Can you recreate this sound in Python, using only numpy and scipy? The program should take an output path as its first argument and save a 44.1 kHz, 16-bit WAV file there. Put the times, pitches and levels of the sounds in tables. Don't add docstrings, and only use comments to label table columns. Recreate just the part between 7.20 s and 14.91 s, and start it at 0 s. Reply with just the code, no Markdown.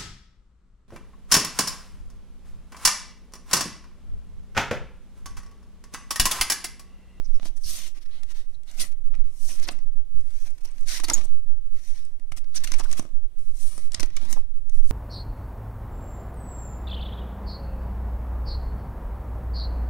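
import sys
import numpy as np
from scipy import signal
from scipy.fft import rfft, irfft, next_fast_len
from scipy.io import wavfile
from scipy.ndimage import uniform_filter1d, map_coordinates

SR = 44100
rng = np.random.default_rng(int(sys.argv[2]) if len(sys.argv) > 2 else 0)


def transcribe(u):
    v = np.clip(np.atleast_2d(u).T, -1, 1)
    q = np.round(v * 32767).astype(np.int16)
    wavfile.write(sys.argv[1], SR, q)


N = 340009


def amp(db):
    return 10 ** (np.asarray(db) / 20)


def unit(x):
    return x / np.sqrt(np.mean(x ** 2) + 1e-20)


def along(points, hz):
    f, values = np.transpose(points)
    return np.interp(np.log(hz + 1), np.log(f + 1), values)


def wobble(rate):
    return map_coordinates(rng.standard_normal(N // 4), [np.arange(N) * rate / SR], mode="wrap")


def filtered(x, response):
    size = next_fast_len(N + SR // 2)
    return irfft(rfft(x, size) * response(np.fft.rfftfreq(size, 1 / SR)), size)[..., :N]


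def noise(spectrum, channels=1):
    white = rng.standard_normal((channels, N))
    return unit(filtered(white, lambda hz: amp(along(spectrum, hz))))


def coloured(x, spectrum, size=2048):
    cepstrum = irfft(np.log(amp(along(spectrum, np.fft.rfftfreq(size, 1 / SR)))))
    causal = 2 * cepstrum[:size // 2] * (np.arange(size // 2) > 0)
    response = irfft(np.exp(rfft(causal, size)))
    return signal.fftconvolve(x, response[None] / np.linalg.norm(response), axes=1)[:, :N]


def spread(pair):
    # f/Hz, coherence
    coherence = [(100, 1), (400, 0.45), (1200, 0.15), (3000, .15), (10000, .1)]
    angle = lambda hz: np.arccos(np.clip(along(coherence, hz), -1, 1)) / 2
    mid, side = filtered(pair, lambda hz: np.array([np.cos(angle(hz)), np.sin(angle(hz))]))
    return np.array([mid + side, mid - side])


def add(track, s, sound):
    part = track[..., max(0, round(s * SR)):][..., :sound.shape[-1]]
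    part += sound[..., :part.shape[-1]]


def stroke(t, length, rise, fall):
    return (1 - np.exp(-(t / rise) ** 2)) * np.exp(-np.maximum(t - length, 0) / fall)


def shares(flap_db, rub_db, hiss_db, taut_db):
    tension = np.arctan(amp(taut_db))
    return (amp([flap_db, rub_db, rub_db, hiss_db]) * [1, np.cos(tension), np.sin(tension), 1])[:, None]


def contact(flap_db, rub_db, hiss_db):
    return shares(flap_db, rub_db, hiss_db, taut_db=-1.5 + 0.21 * (hiss_db - flap_db))


def voiced(force):
    # f/Hz, relative density/dB
    flap = [(20, -19), (60, -4), (170, -0.5), (310, 6.5), (450, -8.5), (620, -1), (850, -4), (1200, -4.5),
            (1700, -25.5), (3500, -55.5)]
    slack = [(300, -62), (950, -8.5), (1450, -2.5), (1950, 2), (2700, 2), (3300, 0), (6000, -49.5)]
    taut = [(1200, -49.5), (2400, -7.5), (3000, 5), (4300, -0.5), (5600, -3), (6500, -10.5), (10000, -47)]
    hiss = [(2500, -59), (5000, -9), (6100, -6.5), (7400, -3), (8700, 2.5), (9800, -1.5), (11400, -3.5),
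            (12600, -8), (13800, -9), (15000, -16), (16000, -27)]
    return sum(coloured(drive, voice) for drive, voice in zip(force, (flap, slack, taut, hiss)))


def room_tone():
    # f/Hz, relative density/dB
    spectrum = [(25, -12.5), (55, 4), (80, 1), (250, -9.5), (315, -6), (390, -11), (600, -14.5),
                (1500, -23.5), (3500, -25.5), (6300, -36.5), (9500, -29.5), (14500, -35)]
    return noise(spectrum, channels=2) * amp([[-65], [-62]])


def mains_hum(hz=100, level_db=-77):
    return amp(level_db + wobble(3)) * np.sqrt(2) * np.sin(2 * np.pi * hz * np.arange(N) / SR)


def air():
    # t/s, length/s, level/dB
    puffs = [(0.24, 0.045, -55), (0.46, 0.079, -40), (1.292, 0.11, -50), (2.053, 0.041, -51),
             (2.33, 0.14, -48), (2.475, 0.055, -57), (2.935, 0.094, -40.5), (3.86, 0.044, -39.5),
             (5.099, 0.041, -39.5), (5.44, 0.067, -42), (5.577, 0.044, -55), (5.772, 0.036, -43),
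             (6.223, 0.11, -47), (6.533, 0.058, -43), (6.76, 0.064, -36), (6.9, 0.056, -43.5),
             (7.14, 0.063, -46.5)]
    # t/s, level/dB
    drift_levels = [(0, -8), (.3, -14), (.7, -25.5), (1.1, -20.5), (1.7, -19), (2, -9), (2.3, -19),
                    (3, -12.5), (3.8, -19.5), (4.4, -12.5), (5, -20.5), (5.6, -15), (6.4, -17), (7.7, -8.5)]
    # f/Hz, relative density/dB
    puff_spectrum = [(12, -1.5), (30, -2), (60, -0.5), (110, -5), (180, -23.5), (350, -35), (1000, -82.5)]
    drift_spectrum = [(.7, -12.5), (2.5, 7.5), (6, -10.5), (10, 0.5), (14, -17), (20, -22.5), (32, -42.5),
                      (45, -57.5), (90, -55.5), (250, -77.5), (1000, -120)]
    push, t = np.zeros(N), np.arange(SR // 3) / SR
    for s, length, db in puffs:
        add(push, s, amp(db) * stroke(t, length / 2, rise=0.015, fall=0.035))
    drift_db = np.interp(np.arange(N) / SR, *np.transpose(drift_levels))
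    drift = unit(np.tanh(noise(drift_spectrum)[0] / np.pi)) * amp(drift_db)
    return push * noise(puff_spectrum) * amp([[-22], [1]]) + drift * amp([[-54], [0]])


def friction(grain_db, flutter_db):
    hiss = spread(rng.standard_normal((2, N)))
    return unit(hiss * amp(grain_db * wobble(1400) + flutter_db * wobble(90)))


def crinkle(rate, life_s, size_db):
    kicks = (rng.random(N) < rate / SR) * amp(size_db * np.minimum(rng.exponential(size=N), 3))
    return signal.lfilter([1], [1, -np.exp(-1 / (life_s * SR))], kicks)


def sliding(fade_db=21, fade_curve=1.26):
    # t/s at
    # full speed, rise/s, hold/s, fall/s, flap/dB, rub/dB, hiss/dB, taut over slack/dB
    slides = [(0, 0.068, 0.24, .1, -67, -68, -68.5, -0.5), (0.24, 0.076, .01, 0.16, -57, -59.5, -60, 7),
              (0.491, 0.071, 0.08, 0.093, -57, -45.5, -35.5, 8.5),
              (0.585, .06, 0.087, 0.053, -60, -48, -46.5, 9.5),
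              (0.97, 0.2, 0.019, 0.097, -63, -60, -63.5, -7),
              (1.112, 0.054, 0.0085, 0.017, -62, -50.5, -54, 1.5),
              (1.149, 0.013, 0.043, 0.069, -63.5, -52, -56, 4),
              (1.322, 0.071, 0.019, .06, -80, -69.5, -69.5, 2),
              (1.487, 0.038, 0.062, 0.12, -64.5, -57, -57.5, -2.5),
              (1.597, 0.041, 0.04, 0.058, -52, -44.5, -40.5, 1),
              (1.953, 0.022, 0.03, 0.47, -70, -67, -80, -1),
              (2.291, 0.16, 0.0085, 0.13, -65, -55, -41.5, 7),
              (2.292, 0.0096, 0.0064, 0.15, -54, -50, -47.5, 2.5),
              (2.421, 0.13, 0.089, 0.13, -54, -51, -57.5, 1),
              (3.202, 0.29, 0.012, 0.23, -78, -59.5, -56.5, 0.5),
              (3.476, 0.093, 0.022, 0.1, -62.5, -59, -65, -2), (3.548, 0.03, 0.09, 0.06, -66, -63, -62, -1),
              (3.685, 0.023, 0.086, 0.049, -57.5, -35.5, -36.5, 4),
              (3.909, 0.064, 0.06, 0.11, -44.5, -42.5, -45.5, 3),
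              (4.686, 0.17, 0.015, 0.086, -76, -56.5, -53.5, 1),
              (4.752, 0.028, 0.01, 0.18, -67.5, -56, -57, 0.5),
              (5.45, 0.14, 0.1, 0.11, -58, -49.5, -56.5, 0),
              (5.664, 0.11, 0.11, 0.17, -54, -54.5, -56.5, 1.5),
              (6.213, 0.057, 0.038, 0.13, -72, -72, -62, -1), (6.415, 0.1, 0.033, 0.23, -69, -58, -46, 7),
              (6.56, 0.31, 0.081, 0.083, -61, -56.5, -58, 2.5),
              (6.77, 0.083, 0.053, 0.12, -56, -53, -72, -0.5),
              (7.032, 0.17, 0.11, 0.098, -53.5, -51, -56.5, 1.5),
              (7.554, 0.053, 0.018, 0.11, -72.5, -65, -56.5, -2), (7.7, 0.072, .01, .05, -58, -59, -48, 4)]
    # flap/dB, rub/dB, hiss/dB
    held = [-82.5, -88.5, -77]
    t = np.arange(N) / SR
    power = shares(*held, taut_db=1.0) ** 2
    for s, rise, hold, fall, *db in slides:
        away = np.maximum((s - t) / rise, 0) + np.maximum((t - s - hold) / fall, 0)
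        swell = amp(-fade_db * np.minimum(away, 5) ** fade_curve)
        power = power + (shares(*db) * swell) ** 2
    flap, hiss = power[0], power[-1]
    lightness = np.clip((-44 - 10 * np.log10(hiss)) / 14, .15, 1)
    ticks = .8 * lightness * crinkle(rate=40, life_s=.0008, size_db=4)
    slack = flap / (flap + hiss)
    crackle = 1.5 * slack * crinkle(rate=110, life_s=.0009, size_db=3)
    return np.sqrt(power * (1 - slack / 2 + ticks ** 2 + crackle ** 2))


def bending(x, depth_db, size=256):
    spectra = signal.stft(x, nperseg=size)[2]
    ripple = rng.standard_normal(spectra.shape)
    for axis, width in ((1, 3), (2, 40), (2, 20)):
        ripple = uniform_filter1d(ripple, width, axis)
    return signal.istft(spectra * unit(amp(depth_db * unit(ripple))), nperseg=size)[1][:, :N]


def scrapes():
    # t/s, length/s, start f/Hz, end f/Hz, width/Hz, level/dB
    drags = [(0.043, 0.02, 5670, 5450, 1200, -57.5), (0.139, 0.028, 5400, 5430, 700, -60.5),
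             (0.432, 0.063, 5160, 4690, 1400, -45.5), (0.549, 0.12, 3000, 2286, 1300, -54.5),
             (0.469, 0.12, 4520, 3380, 1900, -47), (0.49, 0.082, 10900, 10560, 1300, -48),
             (0.903, 0.085, 3690, 3620, 1500, -59), (1.474, 0.033, 3900, 3870, 1000, -56),
             (1.584, 0.036, 2750, 3004, 700, -45), (1.594, 0.031, 4300, 5000, 2200, -34.5),
             (1.597, 0.031, 9140, 9860, 1200, -29.5), (1.657, 0.015, 9300, 9260, 1000, -44),
             (2.264, 0.072, 6360, 5780, 1400, -50.5), (2.291, 0.026, 2675, 2720, 900, -50.5),
             (2.425, 0.032, 5500, 4400, 2000, -46), (2.508, 0.021, 9060, 8650, 1000, -47),
             (3.127, 0.12, 6050, 6020, 1300, -65), (3.453, 0.0074, 5220, 5630, 1100, -50.5),
             (3.67, 0.026, 9200, 9100, 1600, -42.5), (4.61, 0.17, 6020, 5900, 900, -64),
             (5.356, 0.023, 5920, 5680, 1600, -35), (5.35, 0.02, 9500, 8340, 2200, -33.5),
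             (5.583, 0.018, 9360, 8320, 2600, -39), (6.386, 0.21, 9900, 9300, 1500, -49),
             (7.105, 0.027, 7100, 6900, 800, -52)]
    out, t = np.zeros((2, N)), np.arange(SR // 3) / SR
    for s, length, start_hz, end_hz, width_hz, db in drags:
        phase = 2 * np.pi * np.cumsum(np.interp(t, [0, length], [start_hz, end_hz])) / SR
        lowpass = signal.butter(2, width_hz / 2, fs=SR)
        in_phase, quadrature = signal.lfilter(*lowpass, rng.standard_normal((2, 2, len(t))))
        band = unit(in_phase * np.cos(phase) + quadrature * np.sin(phase))
        add(out, s, amp(db) * stroke(t, length, rise=0.082 * length, fall=0.15 * length) * band)
    return spread(out)


def buckled(force, ring_hz, edge_hz, ring_db=1.5, ring_q=6.7):
    patch = signal.lfilter(*signal.iirpeak(ring_hz, ring_q, fs=SR), force)
    soften = signal.butter(4, edge_hz, fs=SR, output="sos")
    return signal.sosfilt(soften, force + amp(ring_db) * patch)


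def snapping(slips):
    # t/s, flap/dB, rub/dB, hiss/dB, ring f/Hz, treble edge f/Hz
    snaps = [(0.1976, -41, -43.5, -56, 3900, 14000), (0.23, -42, -43, -51, 3900, 14000),
             (0.2552, -39.5, -44, -38, 4400, 14000), (1.0331, -52, -43, -40.5, 3640, 14000),
             (1.434, -69, -59, -54.5, 7900, 14000), (1.513, -69, -65, -46, 11500, 15000),
             (1.641, -50, -48, -52, 2600, 9000), (1.9426, -50, -44.5, -85, 3200, 12000),
             (1.9511, -51, -48, -49, 2480, 11100), (2.3984, -55, -50, -37, 6200, 10500),
             (2.4852, -50, -31, -34, 9900, 15500), (2.4886, -35.5, -21.5, -28, 4630, 7000),
             (2.589, -48, -53, -52.5, 5300, 14000), (3.436, -68, -59, -55, 9500, 13000),
             (3.441, -76, -63, -54, 10000, 13000), (3.4745, -73, -57, -52, 5500, 13000),
             (3.488, -65, -61, -54, 6000, 13000), (3.508, -70, -68, -54, 9000, 13000),
             (3.515, -68, -59, -53, 8500, 13000), (3.582, -64, -55, -50, 6000, 13000),
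             (3.602, -70, -70, -55, 6000, 10000), (3.6093, -55, -64, -45.5, 8200, 14000),
             (3.632, -68, -62, -54, 6000, 11000), (3.8004, -41, -35.5, -31, 1600, 13000),
             (3.8843, -44, -39, -32, 4000, 15500), (3.8992, -31.5, -20.5, -17, 5100, 12840),
             (3.934, -54, -47, -26.5, 8000, 15200), (3.9783, -38, -51, -45, 10000, 14500),
             (3.01, -57.5, -62, -60, 6000, 13000), (5.405, -67, -60, -47, 6000, 12000),
             (5.5975, -37, -43, -28.5, 6000, 12000), (5.686, -56, -63, -53, 6000, 13000),
             (4.851, -65, -70, -47.5, 8800, 14100), (4.9974, -56.5, -57.5, -52, 2080, 14000),
             (5.12, -43, -40.5, -54, 2020, 14000), (5.243, -55.5, -54.5, -57, 4300, 13850),
             (5.4731, -56, -34.5, -47, 2700, 11500), (5.5186, -41, -31.5, -28.5, 6200, 15000),
             (5.5389, -42, -33, -40, 2400, 13000), (5.7146, -59, -38.5, -32, 7850, 13900),
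             (5.728, -47, -42, -29.5, 7000, 12100), (5.795, -31.5, -38, -28, 6100, 12900),
             (5.8256, -46, -62, -49, 8960, 13000), (5.852, -39, -59, -53, 7740, 13060),
             (6.579, -43, -48, -35.5, 9100, 10400), (6.7198, -74, -39.5, -34.5, 7600, 10900),
             (6.734, -70, -44, -42, 9600, 14000), (6.7444, -42.5, -31, -25.5, 8300, 10100),
             (6.7466, -53, -27, -19.5, 5140, 7000), (6.7974, -34, -28.5, -31.5, 5360, 16000),
             (6.8045, -45, -33, -25, 5560, 15000), (6.8305, -31.5, -27, -31, 8200, 13000),
             (6.859, -60, -59, -39.5, 6200, 14000), (6.903, -60, -52, -52, 6000, 10000),
             (6.9664, -47, -36.5, -30.5, 7340, 12600), (7.052, -67, -64, -45, 6000, 14000),
             (7.1278, -40, -33.5, -22, 6480, 15400), (7.496, -57, -54, -41.5, 6000, 13000)]
    force, t = np.zeros((4, 2, N)), np.arange(SR // 20) / SR
    shiver = (0.95 * np.exp(-t / 0.0012) + 0.15 * np.exp(-t / 0.008)) * (1 - np.exp(-t / .0001))
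    jolt = amp([[15], [16], [14.5], [12.5]]) * (t == 0)
    for s, *db, ring_hz, edge_hz in snaps:
        motion = jolt[:, None] + shiver * slips[:, round(s * SR):][:, :len(t)]
        add(force, s, buckled(contact(*db)[:, None] * motion, ring_hz, edge_hz))
    return force


def brushing():
    # t/s, length/s, flap/dB, rub/dB, hiss/dB
    brushes = [(0.246, 0.052, -81, -49.5, -48), (0.362, 0.023, -64, -61, -52.5),
               (0.748, 0.053, -65.5, -55, -60.5), (0.809, 0.034, -90, -58.5, -62.5),
               (0.851, 0.014, -84, -56.5, -66), (1.599, 0.046, -60, -38.5, -33),
               (1.71, 0.026, -72, -60.5, -58.5), (2.424, 0.027, -76, -47, -44),
               (2.474, 0.013, -45, -41, -45), (2.509, 0.019, -48, -57, -45.5),
               (3.253, 0.036, -60, -52.5, -52.5), (3.301, 0.011, -61, -67, -56),
               (3.379, 0.006, -62, -57.5, -57), (3.406, 0.014, -66, -61, -60),
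               (3.447, 0.0095, -56, -50.5, -46.5), (3.836, 0.015, -45.5, -33, -30.5),
               (3.883, 0.008, -39, -30, -34), (3.913, 0.0092, -33.5, -55, -45),
               (4.008, 0.0059, -46, -42.5, -53), (4.036, 0.025, -49.5, -68, -46),
               (4.553, 0.063, -67.5, -57, -61), (5.117, 0.0079, -63, -48, -48),
               (5.166, 0.022, -54, -46, -41), (5.349, 0.043, -62, -39, -42.5),
               (5.437, 0.014, -53, -34, -33), (5.472, 0.0087, -62, -40, -38.5),
               (5.533, 0.013, -48, -40, -41), (5.585, 0.034, -45, -40.5, -45),
               (5.633, 0.018, -53, -47, -46.5), (5.698, 0.025, -63, -49, -48),
               (5.73, 0.006, -67, -41.5, -44), (5.77, 0.035, -59, -45, -42.5),
               (6.182, 0.013, -75, -66, -61), (6.796, 0.0053, -52, -51, -34.5),
               (6.829, 0.0047, -60, -39, -34.5), (6.965, 0.0087, -55, -40, -50),
               (7.095, 0.058, -54, -51, -42.5), (7.167, 0.03, -50.5, -68, -63)]
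    force, t = np.zeros((4, N)), np.arange(SR // 8) / SR
    for s, length, *db in brushes:
        add(force, s - 0.27 * length, contact(*db) * stroke(t, length, rise=0.33 * length, fall=0.0048))
    return force


def paper():
    slips = friction(grain_db=2.0, flutter_db=1.1)
    pressure = np.hypot(sliding(), brushing())
    rustle = bending(voiced(pressure[:, None] * slips), depth_db=2.0)
    return rustle + voiced(snapping(slips))


def landings():
    # t/s, length/s, f/Hz, level/dB
    pockets = [(0.257, 0.0064, 610, -48), (2.4874, 0.007, 670, -33.5), (2.488, 0.0038, 1255, -35.5),
               (3.797, 0.0024, 1400, -34.5), (3.833, 0.014, 1082, -41.5), (3.892, 0.012, 760, -32),
               (3.902, 0.016, 1234, -31.5), (5.118, 0.005, 1354, -43), (5.601, 0.013, 1000, -37.5),
               (5.65, 0.011, 1254, -45), (5.794, 0.0042, 220, -35.5), (6.7975, 0.007, 200, -41),
               (6.831, 0.0061, 790, -43.5), (7.163, 0.016, 841, -43)]
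    out, t = np.zeros(N), np.arange(SR // 10) / SR
    unsteady = wobble(700)
    for s, length, hz, db in pockets:
        pitch = hz * (1 + .25 * unsteady[round(s * SR):][:len(t)])
        tone = np.sin(2 * np.pi * np.cumsum(pitch) / SR)
        add(out, s, amp(db) * stroke(t, length, rise=0.0007, fall=.0035) * tone)
    return out * unit(amp(2.2 * wobble(500)))


def thumps(bobs=3, half_width_s=0.0043, rebound_s=0.03, rebound_db=-8):
    # t/s, level/dB
    jolts = [(0.4591, -18.5), (2.066, -22.5), (2.352, -60), (2.95, -18), (6.235, -32), (6.785, -27)]
    out, t = np.zeros(N), np.arange(N) / SR
    for s, db in jolts:
        for bob in range(bobs):
            out += amp(db + bob * rebound_db) / (1 + ((t - s - bob * rebound_s) / half_width_s) ** 2)
    return out * amp([[-24], [0]])


def squeaks(octave_db=-22.5, rasp_db=-14.5, rough_db=-0.5):
    # t/s, length/s, start f/Hz, target f/Hz, level/dB, pitch scatter/Hz
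    glides = [(1.342, 0.013, 3800, 3950, -62, 220), (3.843, 0.0092, 4900, 4240, -33.5, 300),
              (3.9343, 0.0035, 7600, 6800, -16.5, 160), (3.9394, 0.0053, 6900, 6750, -17.5, 100),
              (3.9486, 0.0042, 6740, 6420, -25.5, 160)]
    # f/Hz, relative density/dB
    rasp_spectrum = [(1000, -26.5), (3500, -10), (6500, 3), (9500, 6.5), (11500, -6), (14000, 0.5),
                     (16000, -12.5)]
    out, t = np.zeros(N), np.arange(SR // 8) / SR
    unsteady, rasp = wobble(1500), noise(rasp_spectrum)[0]
    for s, length, start_hz, target_hz, db, scatter_hz in glides:
        here = slice(round(s * SR), round(s * SR) + len(t))
        hz = target_hz + (start_hz - target_hz) * np.exp(-2 * t / length) + scatter_hz * unsteady[here]
        phase = 2 * np.pi * np.cumsum(hz) / SR
        swell = stroke(t, 0.94 * length, rise=0.1 * length, fall=0.34 * length)
        slips = np.sin(phase) + amp(octave_db) * np.sin(2 * phase) + amp(rasp_db) * rasp[here]
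        add(out, s, amp(db) * np.sqrt(2) * swell * slips)
    return out * unit(amp(rough_db * wobble(1800)))


def table_reflection(x, path_s, sway_s, share):
    delays = np.abs(path_s + sway_s * wobble(7)) + 1e-4 * np.array([wobble(2.8), wobble(2.5)])
    now = np.arange(N)
    echo = np.array([map_coordinates(side, [now - delay * SR]) for side, delay in zip(x, delays)])
    return (x + share * echo) / np.sqrt(1 + share ** 2)


def room(x, size=256):
    # f/Hz, time to fall by 60 dB/s
    t60 = [(200, 0.24), (2000, 0.26), (7000, 0.12), (14000, 0.19)]
    hz, t, spectra = signal.stft(rng.standard_normal((2, SR // 3)), SR, nperseg=size)
    tail = signal.istft(spectra * amp(-60 * t / along(t60, hz)[:, None]), SR, nperseg=size)[1]
    tail *= 1 - np.exp(-np.arange(tail.shape[1]) / (0.012 * SR))
    return signal.fftconvolve(x, tail / np.linalg.norm(tail[0]), axes=1)[:, :N]


def microphone_ports(x, lag_s):
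    # f/Hz, gain/dB
    colour = [(300, 6.5), (700, 0.5), (1400, -1.5), (2100, 3), (2900, -3.5), (4000, 1), (5000, 1),
              (5900, 7), (7000, -1), (8000, -11), (9000, -19), (11500, -15), (13000, -13), (15000, -0.5)]
    right = lambda hz: amp(along(colour, hz)) * np.exp(-2j * np.pi * hz * lag_s)
    return filtered(x, lambda hz: np.array([np.ones_like(hz), right(hz)]))


def scene():
    pages = table_reflection(paper(), path_s=.0016, sway_s=.0004, share=0.56)
    pages = pages + landings() + squeaks() + scrapes()
    heard = microphone_ports(pages + amp(-16) * room(pages), lag_s=.000022)
    return heard + air() + thumps() + mains_hum() + room_tone()


def record(dry):
    top_hz = 15700
    return filtered(dry, lambda hz: 1 / (1 + (hz / top_hz) ** 200))


dry = scene()
out = record(dry)
transcribe(out)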